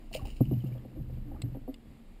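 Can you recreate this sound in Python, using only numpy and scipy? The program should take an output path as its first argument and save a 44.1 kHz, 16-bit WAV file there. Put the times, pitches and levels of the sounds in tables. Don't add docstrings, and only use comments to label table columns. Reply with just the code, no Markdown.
import sys
import numpy as np
from scipy import signal
from scipy.io import wavfile
from scipy.ndimage import uniform_filter1d

SR = 44100
rng = np.random.default_rng(int(sys.argv[2]) if len(sys.argv) > 2 else 0)


def log_audio(samples):
    frames = np.atleast_2d(samples).T
    limited = np.clip(frames, -1, 1)
    pcm = np.round(limited * 32767).astype(np.int16)
    wavfile.write(sys.argv[1], SR, pcm)


N = 97020
HULL_TOP_HZ = 1430


def amp(db):
    return 10 ** (np.asarray(db) / 20)


def unit(x):
    return x / np.sqrt(np.mean(x ** 2) + 1e-20)


def level(points, column=1):
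    rows = np.array(points)
    return amp(np.interp(np.arange(N) / SR, rows[:, 0], rows[:, column]))


def add(mix, s, sound):
    part = mix[max(round(s * SR), 0):][:len(sound)]
    part += sound[:len(part)]


def colour(x, points, size=16384):
    hz, db = np.transpose(points)
    bins_hz = abs(np.fft.fftfreq(size, 1 / SR))
    log_gain = np.log(amp(np.interp(np.log(bins_hz + 1), np.log(hz + 1), db)))
    taps = np.fft.ifft(np.exp(np.conj(signal.hilbert(log_gain)))).real[:size // 2]
    return signal.fftconvolve(x, taps / np.linalg.norm(taps))[:len(x)]


def lowpass(x, hz, order=6):
    return signal.sosfilt(signal.butter(order, hz, fs=SR, output="sos"), x)


def fade(t, t60):
    return np.exp(-np.log(1000) * t / t60)


def wander(size):
    return unit(uniform_filter1d(uniform_filter1d(rng.standard_normal(N), size), size))


def noise(eq, patchy_db):
    steady = colour(rng.standard_normal(2 * N), eq)[N:]
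    return unit(steady * amp(patchy_db * wander(size=2500)))


def patter(per_s, spread_db):
    sizes = amp(spread_db * np.minimum(rng.exponential(1, N), 4))
    return unit(sizes * rng.choice([-1, 1], N) * (rng.random(N) < per_s / SR))


def bubble(hz, t60, attack_s=0.00093, glide_per_s=0.55):
    t = np.arange(SR // 5) / SR
    wobble = 0.035 * wander(size=100)[:len(t)]
    turns = np.cumsum(hz * (1 + glide_per_s * t + wobble)) / SR
    return np.sin(2 * np.pi * turns) * fade(t, t60) * (1 - np.exp(-t / attack_s))


def splash():
    # (time [s], level [dB], t60 [s], ring pitch [Hz])
    slaps = [(0.1294, -32, 0.0087, 4470), (0.1322, -43, 0.044, 2310), (.138, -37, 0.065, 4400),
             (0.146, -28, 0.017, 3270), (.149, -28, 0.012, 4070), (0.153, -42, 0.018, 2420),
             (.169, -47.5, 0.058, 2820), (0.195, -47, 0.0088, 4120), (.253, -46, 0.068, 2630),
             (0.2582, -47, 0.0076, 5140), (0.366, -49.5, 0.043, 4220)]
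    # (time [s], level [dB])
    spray = [(0, -73), (.12, -66.5), (.135, -44.5), (.16, -44.5), (.185, -47.5), (.205, -57.5), (.24, -62),
             (.26, -59), (.3, -53.5), (.34, -59.5), (.42, -66), (.66, -63.5), (.75, -70.5), (.83, -73),
             (2.2, -78.5)]
    # (time [s], pitch [Hz], ping [dB], tick [dB])
    drops = [(0.2711, 2830, -53, -33), (.292, 3000, -52, -38), (0.303, 2870, -47, -37),
             (0.323, 3130, -56, -45), (.4535, 2874, -46, -39.5), (0.464, 2950, -56, -48),
             (0.511, 2900, -60, -49), (.537, 2880, -51.5, -43), (0.605, 2990, -50, -54),
             (0.663, 2870, -54, -53), (0.673, 3116, -58, -40.5), (0.724, 2420, -50.5, -49),
             (0.739, 2890, -59, -42), (0.78, 3254, -57, -45), (0.796, 1820, -57, -58)]
    # (frequency [Hz], level [dB])
    housing_eq = [(300, -26), (800, -9), (1500, -24), (2100, -7.5), (2600, -1.5), (2800, 5.5), (2920, 2),
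                  (3080, -1), (3400, -19.5), (3850, -6.5), (4200, -10), (4500, -9), (5100, -7),
                  (6000, -22.5), (7100, -8.5), (8400, -19), (9100, -4.5), (10400, -26.5), (11500, -51.5),
                  (12600, -26.5), (13500, -28), (14900, -14), (15700, -2.5)]
    crackle_share, slap_attack_s, slap_ring_db, spatter_db = 0.35, 0.00023, -1, -14.5
    t = np.arange(SR // 5) / SR
    water = patter(per_s=4500, spread_db=4.5) * level(spray) * amp(1.5 * wander(size=500))
    pings = np.zeros(N)
    for s, db, t60, hz in slaps:
        hiss = rng.standard_normal(len(t))
        crackle = patter(per_s=1900, spread_db=7.5)[:len(t)]
        burst = unit((1 - crackle_share) * hiss + crackle_share * crackle)
        add(water, s, amp(db) * burst * fade(t, t60) * (1 - np.exp(-t / slap_attack_s)))
        add(pings, s, amp(db + slap_ring_db) * bubble(hz, t60=0.0092))
    for s, hz, ping_db, tick_db in drops:
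        add(water, s, amp([tick_db]))
        add(water, s, amp(tick_db + spatter_db) * rng.standard_normal(len(t)) * fade(t, t60=0.022))
        add(pings, s, amp(ping_db) * bubble(hz, t60=0.023))
    return colour(water, housing_eq) + pings


def knocks():
    # (time [s], boom [dB], body [dB], clack [dB], attack at 300 Hz [s],
    # ring length [factor on t60], how sharp the boom starts [fraction of its pitch])
    blows = [(0.251, -43.5, -48, -49.5, 0.0015, 0.88, 0), (0.4063, -13, -13.5, -30, 0.0015, 0.7, 0.041),
             (0.5109, -33, -16, -41.5, 0.0033, 0.76, 0.37), (0.5222, -20.5, -52.5, -53, 0.0034, 1.7, .25),
             (0.5268, -35, -59.5, -42.5, 0.0025, 1, 0.15), (0.5691, -16, -52, -58, 0.0047, 0.48, 0.007),
             (0.6396, -23, -20.5, -52.5, 0.001, 0.42, 0.17), (0.655, -36, -53, -59, 0.0031, 3.93, 0.2),
             (0.7199, -31.5, -72, -61, 0.0012, 0.58, 0.17), (0.751, -43, -47.5, -46.5, 0.0044, 1.1, 0.11),
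             (0.849, -57, -35, -43.5, 0.0056, 0.76, 0.034), (0.955, -56, -54.5, -56, 0.0046, 2.6, 0),
             (1, -26.5, -45, -52, 0.0037, 0.53, 0.081), (1.096, -36, -65, -46.5, 0.006, 0.73, 0),
             (1.128, -32, -66, -62, 0.00088, 0.61, 0.055), (1.1707, -38.5, -65, -61, 0.00096, 2.4, 0.13),
             (1.308, -55, -49, -57, 0.0092, 4.1, 0.034), (1.4347, -24, -32, -54.5, 0.0015, 0.84, 0),
             (1.5183, -31, -58, -62, 0.0053, 0.77, 0.12), (1.546, -47, -42.5, -44.5, 0.0047, 1.47, 0),
             (1.564, -51, -38.5, -51, 0.0023, 1.1, 0.13), (1.677, -63, -32.5, -41, 0.0022, 1.06, 0.23),
             (1.685, -61, -33, -45.5, 0.0095, 1.45, 0)]
    # (frequency [Hz], level [dB], t60 [s])
    modes = [(121.2, 1, 0.13), (184, -13.5, 0.058), (200.9, -13.5, 0.25), (246.4, 3.5, 0.061),
             (272.3, 2, 0.087), (315.6, -1.5, 0.051), (390, -13, 0.082), (521.2, 8.5, 0.048),
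             (540, -1.5, 0.034), (627, -3.5, 0.079), (758, -6, 0.061), (930, -10.5, 0.036),
             (1215, -17, 0.044)]
    boom_top_hz, body_top_hz, detune, settle_s = 215, 450, 0.02, 0.022
    cavity_hz, cavity_db, thud_hz, thud_db = 121, -12, 740, 3.5
    rings, thuds, t = np.zeros(N), np.zeros(N), np.arange(SR // 2) / SR
    hz, db, t60 = np.transpose(modes)
    band = np.digitize(hz, [boom_top_hz, body_top_hz])
    polarity = (-1) ** np.arange(len(hz))
    for s, boom_db, body_db, clack_db, attack_s, length, sharp in blows:
        sinking = t + sharp * settle_s * (1 - np.exp(-t / settle_s))
        pitch = hz * (1 + detune * rng.standard_normal(len(hz)) * (band > 0))
        turns = pitch[:, None] * np.where(band[:, None] == 0, sinking, t)
        gains = polarity * amp(db + np.array([boom_db, body_db, clack_db])[band])
        swell = 1 - np.exp(-t / (attack_s * (300 / hz[:, None]) ** 0.86))
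        add(rings, s, gains @ (np.sin(2 * np.pi * turns) * swell * fade(t, length * t60[:, None])))
        hollow_hum = np.sin(2 * np.pi * cavity_hz * sinking) * fade(t, t60=0.5) * swell[0]
        add(rings, s, amp(boom_db + cavity_db) * hollow_hum)
        add(thuds, s, amp(clack_db + thud_db) * rng.standard_normal(len(t)) * fade(t, t60=0.016))
    return lowpass(rings + lowpass(thuds, thud_hz, order=2), HULL_TOP_HZ, order=3)


def bubbles():
    # (time [s], pitch [Hz], level [dB], t60 [s])
    pockets = [(.114, 680, -43.5, 0.056), (.1495, 523, -30.5, 0.077), (.152, 643, -29.5, 0.052),
               (.176, 617, -36.5, 0.046), (0.194, 1100, -43.5, 0.055), (0.213, 773, -47.5, 0.2),
               (0.225, 90.6, -26.5, 0.076), (0.243, 53.4, -37, 0.65), (.252, 807, -39.5, 0.041),
               (1.316, 773, -44, 0.045), (1.349, 804, -49.5, 0.086), (1.362, 1207, -51.5, 0.052)]
    out = np.zeros(N)
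    for s, hz, db, t60 in pockets:
        add(out, s, amp(db) * bubble(hz, t60))
    return out


def shifting():
    # (time [s], rumble [dB], scuff [dB])
    moves = [(0, -54.5, -56.5), (.11, -51.5, -60), (.19, -38, -50), (.26, -58, -47), (.35, -57, -60),
             (.55, -33, -58), (.75, -51.5, -51), (.9, -50, -58.5), (.98, -42.5, -55), (1.07, -45, -58),
             (1.2, -43, -60.5), (1.35, -51.5, -50.5), (1.45, -36, -55.5), (1.6, -49, -58.5),
             (1.76, -59.5, -59), (1.9, -55, -63), (2.2, -71, -61.5)]
    # (frequency [Hz], level [dB])
    rumble_eq = [(25, -31), (50, -4), (72, -9), (92, -13.5), (130, -2.5), (170, -14.5), (215, -18),
                 (290, -18), (400, -35), (900, -73)]
    scuff_eq = [(120, -14.5), (225, 7.5), (300, 7), (420, -3), (520, -4.5), (800, -13), (1000, -18),
                (1250, -19.5), (1500, -23.5), (1800, -19.5), (2400, -32.5), (4000, -65.5)]
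    scuff = unit(colour(patter(per_s=500, spread_db=0.5), scuff_eq))
    rumble = noise(rumble_eq, patchy_db=4)
    return rumble * level(moves, column=1) + scuff * level(moves, column=2)


def surges():
    # (time [s], length [s], start pitch [Hz], end pitch [Hz], level [dB])
    glugs = [(0.961, 0.042, 323, 304, -42.5), (1.01, 0.24, 77.2, 69.8, -39),
             (1.14, 0.13, 193.8, 207.4, -44.5), (1.247, .085, 314.3, 256, -44),
             (1.262, 0.16, 69.4, 70, -40.5)]
    out = np.zeros(N)
    for s, length, start_hz, end_hz, db in glugs:
        progress = np.arange(0, length, 1 / SR) / length
        turns = np.cumsum(start_hz + (end_hz - start_hz) * progress) / SR
        add(out, s, amp(db) * np.sin(np.pi * progress) * np.sin(2 * np.pi * turns))
    return out


def tackle():
    # (time [s], crack [dB], ring [dB], tone pitch [Hz], tone [dB])
    clicks = [(1.4186, -37, -53.5, 4130, -41), (1.4209, -55.5, -53, 7780, -63),
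              (1.7422, -50, -71, 2900, -51)]
    # (frequency [Hz], level [dB], t60 [s])
    modes = [(2050, -21, 0.016), (2700, 0, 0.011), (3600, 2, 0.014), (4790, -14, 0.021), (7780, 2, 0.031),
             (9650, -22, 0.036)]
    # (frequency [Hz], level [dB])
    crack_eq = [(500, 2), (1600, -15.5), (2120, 7), (2350, -8), (2650, 7.5), (3000, -6), (3500, 3.5),
                (4220, -0.5), (4550, -2), (5000, -2), (6000, -37), (7000, -4), (7780, -6), (8400, -5),
                (9150, -4), (11000, -30), (13000, -25), (14800, -10), (15800, -16)]
    cracks, rings, t = np.zeros(N), np.zeros(N), np.arange(SR // 10) / SR
    ring = sum(amp(db) * np.sin(2 * np.pi * hz * t) * fade(t, t60) for hz, db, t60 in modes)
    for s, crack_db, ring_db, tone_hz, tone_db in clicks:
        add(cracks, s, amp(crack_db) * rng.standard_normal(len(t)) * fade(t, t60=0.02))
        tone = np.sin(2 * np.pi * tone_hz * t) * fade(t, t60=0.032)
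        add(rings, s, amp(ring_db) * ring + amp(tone_db) * tone)
    return colour(cracks, crack_eq) + rings


def wind():
    # (time [s], level [dB])
    gusts = [(0, -44), (.2, -46), (.24, -40), (.33, -40), (.55, -53), (.9, -55), (1.1, -42), (1.35, -43),
             (1.68, -47.5), (1.9, -53.5), (2.2, -52)]
    # (frequency [Hz], level [dB])
    wind_eq = [(8, -29), (21, -9.5), (28, 12), (35, -4), (46, -10), (65, -21.5), (110, -36), (300, -71.5)]
    return noise(wind_eq, patchy_db=1) * level(gusts)


def sea():
    # (frequency [Hz], level [dB])
    sea_eq = [(80, -7), (125, -10.5), (160, -15.5), (195, -8.5), (228, 3.5), (265, -17.5), (330, -23.5),
              (550, -24), (780, -25), (1630, -33.5), (2180, -29), (2550, -31.5), (4750, -38), (5990, -50),
              (7400, -41), (15500, -50)]
    return amp(-57) * noise(sea_eq, patchy_db=0.8)


def scene():
    return (knocks() + shifting() + splash() + bubbles() + surges() + tackle() + wind() + sea())[None]


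def record(dry):
    sample_hold_hz, whistle_db, edge_hz = 12000, 0.5, 15500
    slope = np.gradient(lowpass(dry[0], HULL_TOP_HZ)) * SR / (2 * np.pi * sample_hold_hz)
    carrier = np.sin(2 * np.pi * sample_hold_hz * np.arange(N) / SR)
    whistle = 2 * amp(whistle_db) * slope * carrier
    high_cut = signal.firwin(255, edge_hz, window=("kaiser", 9), fs=SR)
    return signal.oaconvolve(dry + whistle, high_cut[None], "same")


dry = scene()
out = record(dry)
log_audio(out)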